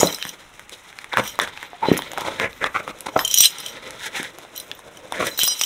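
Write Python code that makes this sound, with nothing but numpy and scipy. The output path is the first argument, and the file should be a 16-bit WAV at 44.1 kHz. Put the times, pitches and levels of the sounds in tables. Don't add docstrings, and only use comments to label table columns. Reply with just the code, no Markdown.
import sys
import numpy as np
from scipy import signal
from scipy.fft import rfft, irfft, next_fast_len
from scipy.io import wavfile
from scipy.ndimage import uniform_filter1d, map_coordinates

SR = 44100
rng = np.random.default_rng(int(sys.argv[2]) if len(sys.argv) > 2 else 0)


def to_wav(sig):
    pcm = np.clip(np.atleast_2d(sig), -1, 1) * 32767
    pcm = np.round(pcm).astype(np.int16)
    wavfile.write(sys.argv[1], SR, pcm.T)


def voltage_ratio(level):
    return 10 ** (np.asarray(level, float) / 20)


N = 249457


def unit(x):
    return x / np.sqrt(np.mean(x ** 2) + 1e-20)


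def along(points, hz):
    f, v = np.transpose(points)
    return np.interp(np.log(hz + 1), np.log(f + 1), v)


def curves(rows):
    s, *cols = np.transpose(rows)
    return [np.interp(np.arange(N) / SR, s, c) for c in cols]


def wobble(rate):
    knots = rng.standard_normal(int(N * rate / SR) + 4)
    coarse = map_coordinates(knots, [np.arange(0, N + 64, 64) * rate / SR])
    return np.interp(np.arange(N) / 64, np.arange(len(coarse)), coarse)


def filtered(x, response):
    m = next_fast_len(N + SR // 2)
    return irfft(rfft(x, m) * response(np.fft.rfftfreq(m, 1 / SR)), m)[:N]


def peak(f, hz, width):
    return 1j * f * width / (hz * hz - f * f + 1j * f * width)


def grit(per_second, spread_db):
    size = voltage_ratio(spread_db * np.minimum(rng.exponential(size=N), 3.5))
    slips = (rng.random(N) < per_second / SR) * size
    return unit(unit(slips * rng.choice([-1, 1], N)) + 0.5 * rng.standard_normal(N))


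def ring(t, hz, db, t60, attack=0.000096):
    return voltage_ratio(db - 60 * t / t60) * np.sin(2 * np.pi * hz * t) * (1 - np.exp(-t / attack))


def add(track, s, sound):
    track[max(round(s * SR), 0):][:len(sound)] += sound


# pitch_hz, width_hz, level_db
PANEL = [(200, 360, 0.5), (335, 320, 1), (515, 410, 7.5), (893, 454, 9.5), (1250, 377, 8.5),
         (2050, 696, 12)]
# pitch_hz, level_db
FIZZ = [(4300, -25), (5200, -2), (6200, 0), (7500, -4), (10000, -6), (11200, -12), (15500, -17)]


def cardboard(grip=1):
    bite = voltage_ratio(2.8 * wobble(60) + grip * 4.04 * wobble(21.954))
    slips = bite * grit(1000, 3.77 * np.sqrt(grip))

    def modes(rows):
        def body(f):
            damping = 1 / (1 + 1j * f / 2600) ** 2
            return damping * sum(voltage_ratio(db) * peak(f, hz, width) ** 2 for hz, width, db in rows)
        return unit(filtered(slips, body))

    rasp = filtered(bite * grit(1500, 4.5), lambda f: peak(f, 3646, 1930) ** 3)
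    hiss = filtered(bite * grit(3000, 2.5), lambda f: voltage_ratio(along(FIZZ, f)))
    return slips, modes(PANEL[:3]), modes(PANEL[3:]), unit(rasp), unit(hiss)


# start_s, length_s, level_db, pitch_hz, rasp_db
STROKES = [(0.71, 0.06, -40.5, 1430, 4), (1.159, 0.058, -19.5, 946, -12), (1.39, 0.07, -19, 1570, -6),
           (1.815, 0.068, -19.5, 860, -37), (1.833, 0.18, -25.5, 2160, -11.5), (2.156, 0.1, -27, 910, -6.5),
           (2.234, 0.095, -23.5, 930, -7.5), (2.372, 0.095, -28, 1750, -11), (2.408, 0.078, -17, 2050, -16),
           (2.602, 0.09, -20, 1710, -13), (2.766, 0.047, -24.5, 1490, -11), (2.858, 0.064, -29, 1250, -9),
           (3.057, 0.018, -20.5, 746, -6.5), (3.078, 0.024, -29, 940, -11), (3.155, 0.025, -10.5, 623, -19),
           (3.16, 0.0098, -8.5, 1110, -40), (3.163, 0.072, -23.5, 1030, 4.5),
           (5.112, 0.089, -25.5, 1670, -7), (5.19, 0.062, -17.5, 1073, -10),
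           (5.237, 0.065, -25.5, 1690, 0.5)]
# start_s, length_s, level_db, pitch_hz, rasp_db
SKIMS = [
    (0, 0.033, -20.5, 980, -12),
    (0.022, 0.088, -27.5, 1070, 1),
    (0.386, 0.067, -45.5, 1790, 2),
    (1.112, 0.065, -21.5, 1590, -15),
    (2.655, 0.021, -17.5, 1190, -12),
    (2.742, 0.049, -13.5, 1250, -19.5),
    (3.979, .12, -29.5, 1700, -1.5),
    (4.126, .066, -21.5, 2200, -7),
    (4.16, .13, -29, 1790, -2),
]


def saw():
    slips, box, flap, rasp, hiss = cardboard()
    out = np.zeros(N + SR)
    strokes = [(*row, -1.5) for row in STROKES] + [(*row, -13) for row in SKIMS]
    for s, length, db, hz, rasp_db, box_db in strokes:
        part = slice(max(round(s * SR), 0), round((s + length) * SR))
        swell = np.sin(np.linspace(0, np.pi, len(slips[part]))) ** 1.3
        band = signal.iirpeak(hz, 3, SR)
        pitch = unit(signal.lfilter(*band, signal.lfilter(*band, slips[part])))
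        body = 0.7 * pitch + 0.59 * flap[part] + voltage_ratio(box_db) * box[part]
        edge = voltage_ratio(rasp_db) * (rasp[part] + 0.5 * hiss[part])
        add(out, s, voltage_ratio(db - 2) * swell * (body + edge))
    return out[:N]


# start_s, peak_db, panel_hz, edge_db
SNAPS = [(.226, -14, 2700, -17), (.252, -21.5, 1850, 0), (.988, -23, 2320, -11), (1.132, -18.5, 1520, -36),
         (1.138, -17.5, 980, -17), (1.356, -39, 1120, 5), (1.399, -8.5, 1940, -22), (1.991, -20, 970, -20),
         (2.021, -21, 1970, -2.5), (2.209, -39, 2400, 19), (2.53, -32.5, 2420, -6), (2.642, -11, 1250, -35),
         (2.988, -52, 2600, 18), (3.007, -41, 2640, 22), (3.907, -33.5, 1940, 11.5),
         (5.477, -25.5, 1110, 15), (4.45, -37.5, 765, -19), (4.715, -18.5, 2920, -29),
         (4.792, -37, 1020, 4), (5.123, -19.5, 920, 1.5), (5.434, -14.5, 2400, 14.5),
         (5.613, -13.5, 2780, 7.5)]
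# start_s, peak_db, panel_hz, edge_db
POPS = [(0.012, -19.5, 840, 8.5), (0.186, -31, 1720, -1), (0.268, -26, 1880, -17), (.595, -29, 2050, -3),
        (.695, -36, 2050, 9), (0.928, -31, 2100, -19), (1.044, -24.5, 2100, -8), (1.172, -4.5, 1580, -38),
        (1.39, -11.5, 1100, -3.5), (1.435, -26, 1580, 5), (1.475, -23.5, 1500, -5),
        (1.575, -21.5, 2480, -39), (1.629, -22.5, 1850, -8), (1.732, -30.5, 765, -30),
        (1.969, -17.5, 2040, -5), (2.117, -28, 2030, 7), (2.134, -28.5, 780, 5), (2.176, -16.5, 1390, -21),
        (2.182, -19, 785, -2), (2.399, -9.5, 2210, -25), (2.878, -21, 1160, -8), (3.192, -10.5, 1800, -18),
        (4.23, -26, 1520, 5), (5.391, -20, 1630, 2), (4.386, -34.5, 695, 7)]


def snaps():
    out, t = np.zeros(N + SR), np.arange(SR // 16) / SR
    breaks = [(*row, 13.5) for row in SNAPS] + [(*row, -16) for row in POPS]
    for s, db, hz, edge_db, tape_db in breaks:
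        panel = ring(t, hz, db + 9.5, 9 / hz)
        panel += ring(t, hz, db - 34, 45 / hz, attack=0.0066)
        panel += ring(t, hz * rng.uniform(0.48, 0.825), db - 6, 0.014)
        panel += ring(t, hz * rng.uniform(1.41, 1.61), db - 1, 0.0049)
        tape = ring(t, rng.normal(3530, 220), db + tape_db - 9.5, 0.0085, attack=0.0001)
        spit = np.diff(uniform_filter1d(rng.standard_normal(len(t) + 1), size=3)) * 2
        edge = voltage_ratio(db + edge_db + 2.5 - 60 * t / 0.0045) * spit
        tick = voltage_ratio(db - 60 * t / 0.0026) * uniform_filter1d(rng.standard_normal(len(t)), size=7)
        add(out, s, panel + tape + edge + tick)
    return filtered(out[:N], lambda f: (1j * f / (300 + 1j * f)) ** 2)


# start_s, peak_db, push_hz, t60_s
THUMPS = [
    (0.0312, 8, 510, 0.083),
    (0.252, -26.5, 200, 0.21),
    (1.8854, -1, 393, 0.096),
    (1.9158, 6, 298, 0.05),
    (3.1637, 1.5, 660, 0.035),
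    (3.405, -27, 307, 0.045),
    (4.199, -17.5, 320, .06),
    (4.38, -36, 520, .04),
]
# pitch_hz, level_db, share of the thump's t60
BOX = [(183.3, -10.5, 1.72), (303.7, -14.5, 2.13), (404.4, -27, 0.27), (575, -18, 0.23), (883, -3, 0.28)]


def thumps():
    out, t = np.zeros(N + SR), np.arange(SR // 3) / SR
    for s, db, hz, t60 in THUMPS:
        sound = voltage_ratio(db - 2) * np.sin(2 * np.pi * hz * t) * np.exp(-(t * hz / 1.015) ** 3)
        for mode_hz, level, share in BOX:
            mode_hz, mode_db = mode_hz * rng.normal(1, 0.04), db - 11 + level + rng.normal(0, 2)
            sound += ring(t, mode_hz, mode_db, t60 * share, attack=0.004)
        add(out, s, sound)
    return filtered(out[:N], lambda f: (1j * f / (90 + 1j * f)) ** 2)


# pitch_hz, level_db, t60_s
KEYS = [(3110, 2.5, 0.034), (3990, 0.5, 0.049), (5140, -2, 0.15), (5780, 11, 0.05), (5940, 13.5, 0.014),
        (6790, -1, 0.026), (7770, -13, 0.085), (8400, 1.5, 0.049), (9150, -10, 0.019), (10300, -20.5, 0.04),
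        (12700, -3, 0.041), (14000, -11, 0.11), (14250, -9, 0.081), (14770, -34, 0.091)]
# start_s, peak_db, low_key_hz, long_keys_db
CLINKS = [(0.071, -17, 3980, 11.5), (0.1259, -20, 4000, 2), (.1456, -14.5, 4000, -3), (1.276, -18, 3030, 0),
          (1.4148, -16, 3450, -13), (1.975, -14, 10300, -18), (3.1906, -14, 5060, 16),
          (3.2493, -9, 3110, -6), (3.277, -11, 3110, -12), (3.312, -10.5, 3000, -7),
          (3.3412, -2, 3110, -0.5), (3.3748, -4, 5470, 10.5), (3.3844, -3, 5780, -20),
          (3.4055, 5.5, 5940, -14), (3.445, -7, 5200, 10), (3.456, -0.5, 3990, 5),
          (3.6616, -18.5, 3020, 9.5), (4.5994, -21, 3820, 6), (4.7496, -36, 3220, 4),
          (4.9716, -31.5, 3020, 10), (5.2682, -14.5, 5500, -10), (5.376, -19.5, 3980, 3),
          (5.3905, -12, 4010, 8.5), (5.4395, -9, 7400, -15), (5.4504, -12, 6760, -7),
          (5.478, -7.5, 5370, -5), (5.594, -17.5, 5100, -7), (5.6162, -10, 5800, -16),
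          (5.6361, -9, 5950, 13)]
# start_s, peak_db, low_key_hz
TOUCHES = [
    (0.2916, -24, 5940),
    (1.2378, -24, 3100),
    (1.9264, -24.5, 2910),
    (3.1752, -25, 6010),
    (3.505, -25, 3050),
    (3.584, -24, 5780),
    (3.6014, -23, 5070),
    (4.561, -24.5, 4060),
    (4.577, -23.5, 3980),
]


def clinks():
    out, t = np.zeros(N + SR), np.arange(SR // 6) / SR
    hz, level, t60 = np.transpose(KEYS)[..., None]
    for s, db, low_hz, low_db in CLINKS + [(*row, 1) for row in TOUCHES]:
        high_hz = rng.choice(hz[hz > 8000])
        low_key = voltage_ratio(-300 * abs(np.log(hz / low_hz)))
        high_key = 0.22 * voltage_ratio(-300 * abs(np.log(hz / high_hz)))
        bunch = 0.1 * voltage_ratio(level + rng.normal(0, 2.7, hz.shape))
        share = (bunch + np.maximum(low_key, high_key)) * np.where(hz < 4500, voltage_ratio(low_db), 1)
        key_hz, key_t60 = hz * rng.normal(1, 0.0069, hz.shape), t60 * rng.uniform(0.31, 1.01, hz.shape)
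        pair = ring(t, key_hz, db - 4, key_t60, attack=0.00018)
        odd_hz = 2900 * 5.3 ** rng.random((16, 1))
        odd_db = db - 14.5 + rng.normal(0, 6.25, odd_hz.shape)
        clatter = ring(t, odd_hz, odd_db, rng.uniform(0.0091, 0.025, odd_hz.shape), attack=0.00094)
        crack = voltage_ratio(db - 19 - 60 * t / 0.022) * np.diff(rng.standard_normal(len(t) + 1))
        add(out, s, (share * pair).sum(0) + clatter.sum(0) + crack)
    return out[:N]


# loudest_s, rise_s, fall_s, level_db, long_over_short_db
SHAKES = [
    (0.005, .05, 0.14, -22.5, -3),
    (.298, 0.16, 0.036, -38.5, 4.5),
    (1.283, .1, 0.068, -33, 1.5),
    (1.87, 0.033, 0.23, -46, 18.5),
    (3.442, 0.16, 0.055, -16, 3.5),
    (3.684, 0.16, 0.062, -36, 5.5),
    (4.559, .01, 0.092, -40, -0.5),
    (5.25, .012, 0.16, -35.5, -3),
    (5.399, 0.013, 0.11, -21.5, 3),
    (5.655, 0.19, .05, -28, 1.5),
]


def jingle():
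    t = np.arange(N) / SR
    gains = np.zeros((3, N))
    for s, rise, fall, db, tilt_db in SHAKES:
        swing = -20 * np.maximum((s - t) / rise, (t - s) / fall)
        for gain, lean in zip(gains, (1, -0.3, -0.6)):
            gain += voltage_ratio(db + lean * tilt_db + swing)
    groups, taps = np.zeros((3, N)), grit(250, 1.9)
    for hz, db, t60 in KEYS:
        song = signal.lfilter(*signal.iirpeak(hz, hz * t60 / 3, SR), np.roll(taps, rng.integers(N)))
        groups[np.searchsorted([4500, 6400], hz)] += voltage_ratio(db / 2 + 4.5 * wobble(28)) * unit(song)
    glint_gain = (voltage_ratio(hiss_level() - 23) + 0.6 * pushes()) * voltage_ratio(7 * np.minimum(wobble(12), 1.6))
    out = glint_gain * unit(np.diff(groups[2], 3, prepend=[0, 0, 0]))
    clatter_bands = [(3400, 1750, 5), (5600, 1300, 5), (11500, 27000, 3.2)]  # Hz, width Hz, spread dB
    for gain, group, (hz, width, spread) in zip(gains, groups, clatter_bands):
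        clatter = filtered(grit(900, spread), lambda f: peak(f, hz, width) ** 2)
        out += gain * (0.72 * unit(group) + 0.42 * unit(clatter))
    return out


# start_s, length_s, pitch_hz, level_db
SONGS = [(0.068, 0.13, 3990, -40.5), (.265, .03, 12700, -44), (1.277, 0.063, 5780, -46),
         (1.735, 0.03, 740, -36), (1.827, 0.055, 910, -29), (1.932, .038, 12700, -43),
         (3.198, 0.06, 12700, -36), (3.247, 0.086, 3110, -28.5), (3.385, 0.026, 5780, -18),
         (3.407, 0.038, 8400, -18.5), (3.41, 0.027, 14770, -20), (3.451, 0.025, 3990, -11),
         (5.313, 0.068, 3990, -41), (5.376, 0.03, 14250, -30), (5.44, 0.112, 3990, -27.5),
         (5.45, 0.047, 14770, -28), (5.488, 0.072, 8400, -35), (5.473, 0.082, 9150, -37),
         (5.468, 0.084, 5060, -23), (5.48, 0.067, 5780, -22), (5.492, 0.055, 3070, -35)]


def songs():
    out, flutter, drift = np.zeros(N + SR), voltage_ratio(5.5 * wobble(90)), wobble(130)
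    for s, length, hz, db in SONGS:
        part = slice(round(s * SR), round((s + length) * SR))
        t = np.arange(part.stop - part.start) / SR
        hold = np.minimum(1, np.minimum(t / 0.0017, (t[-1] - t) / 0.028)) * voltage_ratio(-6 * t / length)
        shift = round(hz)
        note = np.sin(2 * np.pi * hz * t + 0.6 * np.roll(drift, shift)[part])
        add(out, s, voltage_ratio(db + 5) * hold * np.roll(flutter, shift)[part] * note)
    return out[:N]


def pushes():
    t, heave = np.arange(N) / SR, np.zeros(N)
    for s, length, db, *_ in STROKES:
        lag = np.maximum(t - s, 0) / (length + 0.059)
        heave += voltage_ratio(db - 32) * lag * np.exp(-2 * lag)
    return heave


# start_s, movement_db, box_weight_db
RUSTLE = [(0.0, -25, 2), (0.11, -36, -9), (0.3, -48.5, -4), (0.93, -48, -17), (1.35, -40.5, -10),
          (1.48, -39, -10), (1.78, -39.5, -12), (2.05, -36, -5), (2.33, -37.5, -0.5), (2.47, -47, -10),
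          (2.84, -46, -2), (3.13, -50, 5.5), (3.43, -43.5, -10), (3.75, -38, -4), (4.65, -49.5, 0),
          (5.06, -47.5, 2.5), (5.37, -40.5, -3), (5.66, -39, -11)]


def hiss_level():
    movement_db = curves(RUSTLE)[0]
    return -55 + 0.23 * (movement_db - np.median(movement_db))


def rustle():
    _, box, flap, rasp, hiss = cardboard(grip=0.45)
    rustle_db, weight_db = curves(RUSTLE)
    rumble = filtered(rng.standard_normal(N), lambda f: peak(f, 88, 74) + 2.1 * peak(f, 35, 28))
    lumps = voltage_ratio(2.5 * wobble(9))
    low = voltage_ratio(rustle_db + weight_db) * box + (voltage_ratio(-60.5) + pushes()) * unit(lumps * rumble)
    high = voltage_ratio(rustle_db) * (0.63 * flap + 0.5 * rasp) + voltage_ratio(hiss_level()) * hiss
    return low + voltage_ratio(1.6 * wobble(19)) * high


def crackle():
    when, pitch, size = rng.random((3, 260))
    t, out, level_db = np.arange(SR // 200) / SR, np.zeros(N + SR), hiss_level()
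    for s, hz, db in zip(when * (N - 1) / SR, 1800 * 7 ** pitch, -5 * np.log(size + 0.05)):
        fade = voltage_ratio(level_db[int(s * SR)] + db + 12 - 60 * t / 0.003)
        noise = uniform_filter1d(rng.standard_normal(len(t)), size=4)
        add(out, s, fade * noise * np.sin(2 * np.pi * hz * t))
    return out[:N]


# pitch_hz, t60_s
ROOM = [(200, 0.23), (1500, 0.24), (5000, 0.05), (14000, 0.15)]


def room(x):
    out, step = np.zeros(N + 2 * SR), SR // 4
    for a in range(0, N, step):
        hz, t, z = signal.stft(rng.standard_normal(SR // 3), SR, nperseg=256)
        tail = signal.istft(z * voltage_ratio(-60 * t / along(ROOM, hz)[:, None]), SR, nperseg=256)[1]
        add(out, a / SR + 0.003, signal.fftconvolve(x[a:a + step], tail / np.linalg.norm(tail)))
    return out[:N]


# pitch_hz, level_db (per Hz)
AIR = [(15, -36), (30, -1.5), (253, 7), (1380, 9), (2640, 5), (3840, -4), (6500, -20), (15600, -34)]


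def air():
    hush = filtered(rng.standard_normal(N), lambda f: voltage_ratio(along(AIR, f)))
    return voltage_ratio(-50.5 + 0.5 * wobble(2.7)) * unit(hush)


def scene():
    near = saw() + snaps() + thumps() + clinks() + jingle() + songs() + rustle() + crackle()
    return (near + voltage_ratio(-12) * room(near) + air())[None]


def low_pass(x):
    return signal.sosfilt(signal.butter(12, 15740, fs=SR, output="sos"), x)


def record(dry):
    x = filtered(dry[0], lambda f: 1 - 0.73 * peak(f, 4490, 890))
    x = x / (1 + abs(x) ** 8) ** (1 / 8)
    mix = filtered(x, lambda f: f < 15750)[None]
    return low_pass(mix)


dry = scene()
out = record(dry)
to_wav(out)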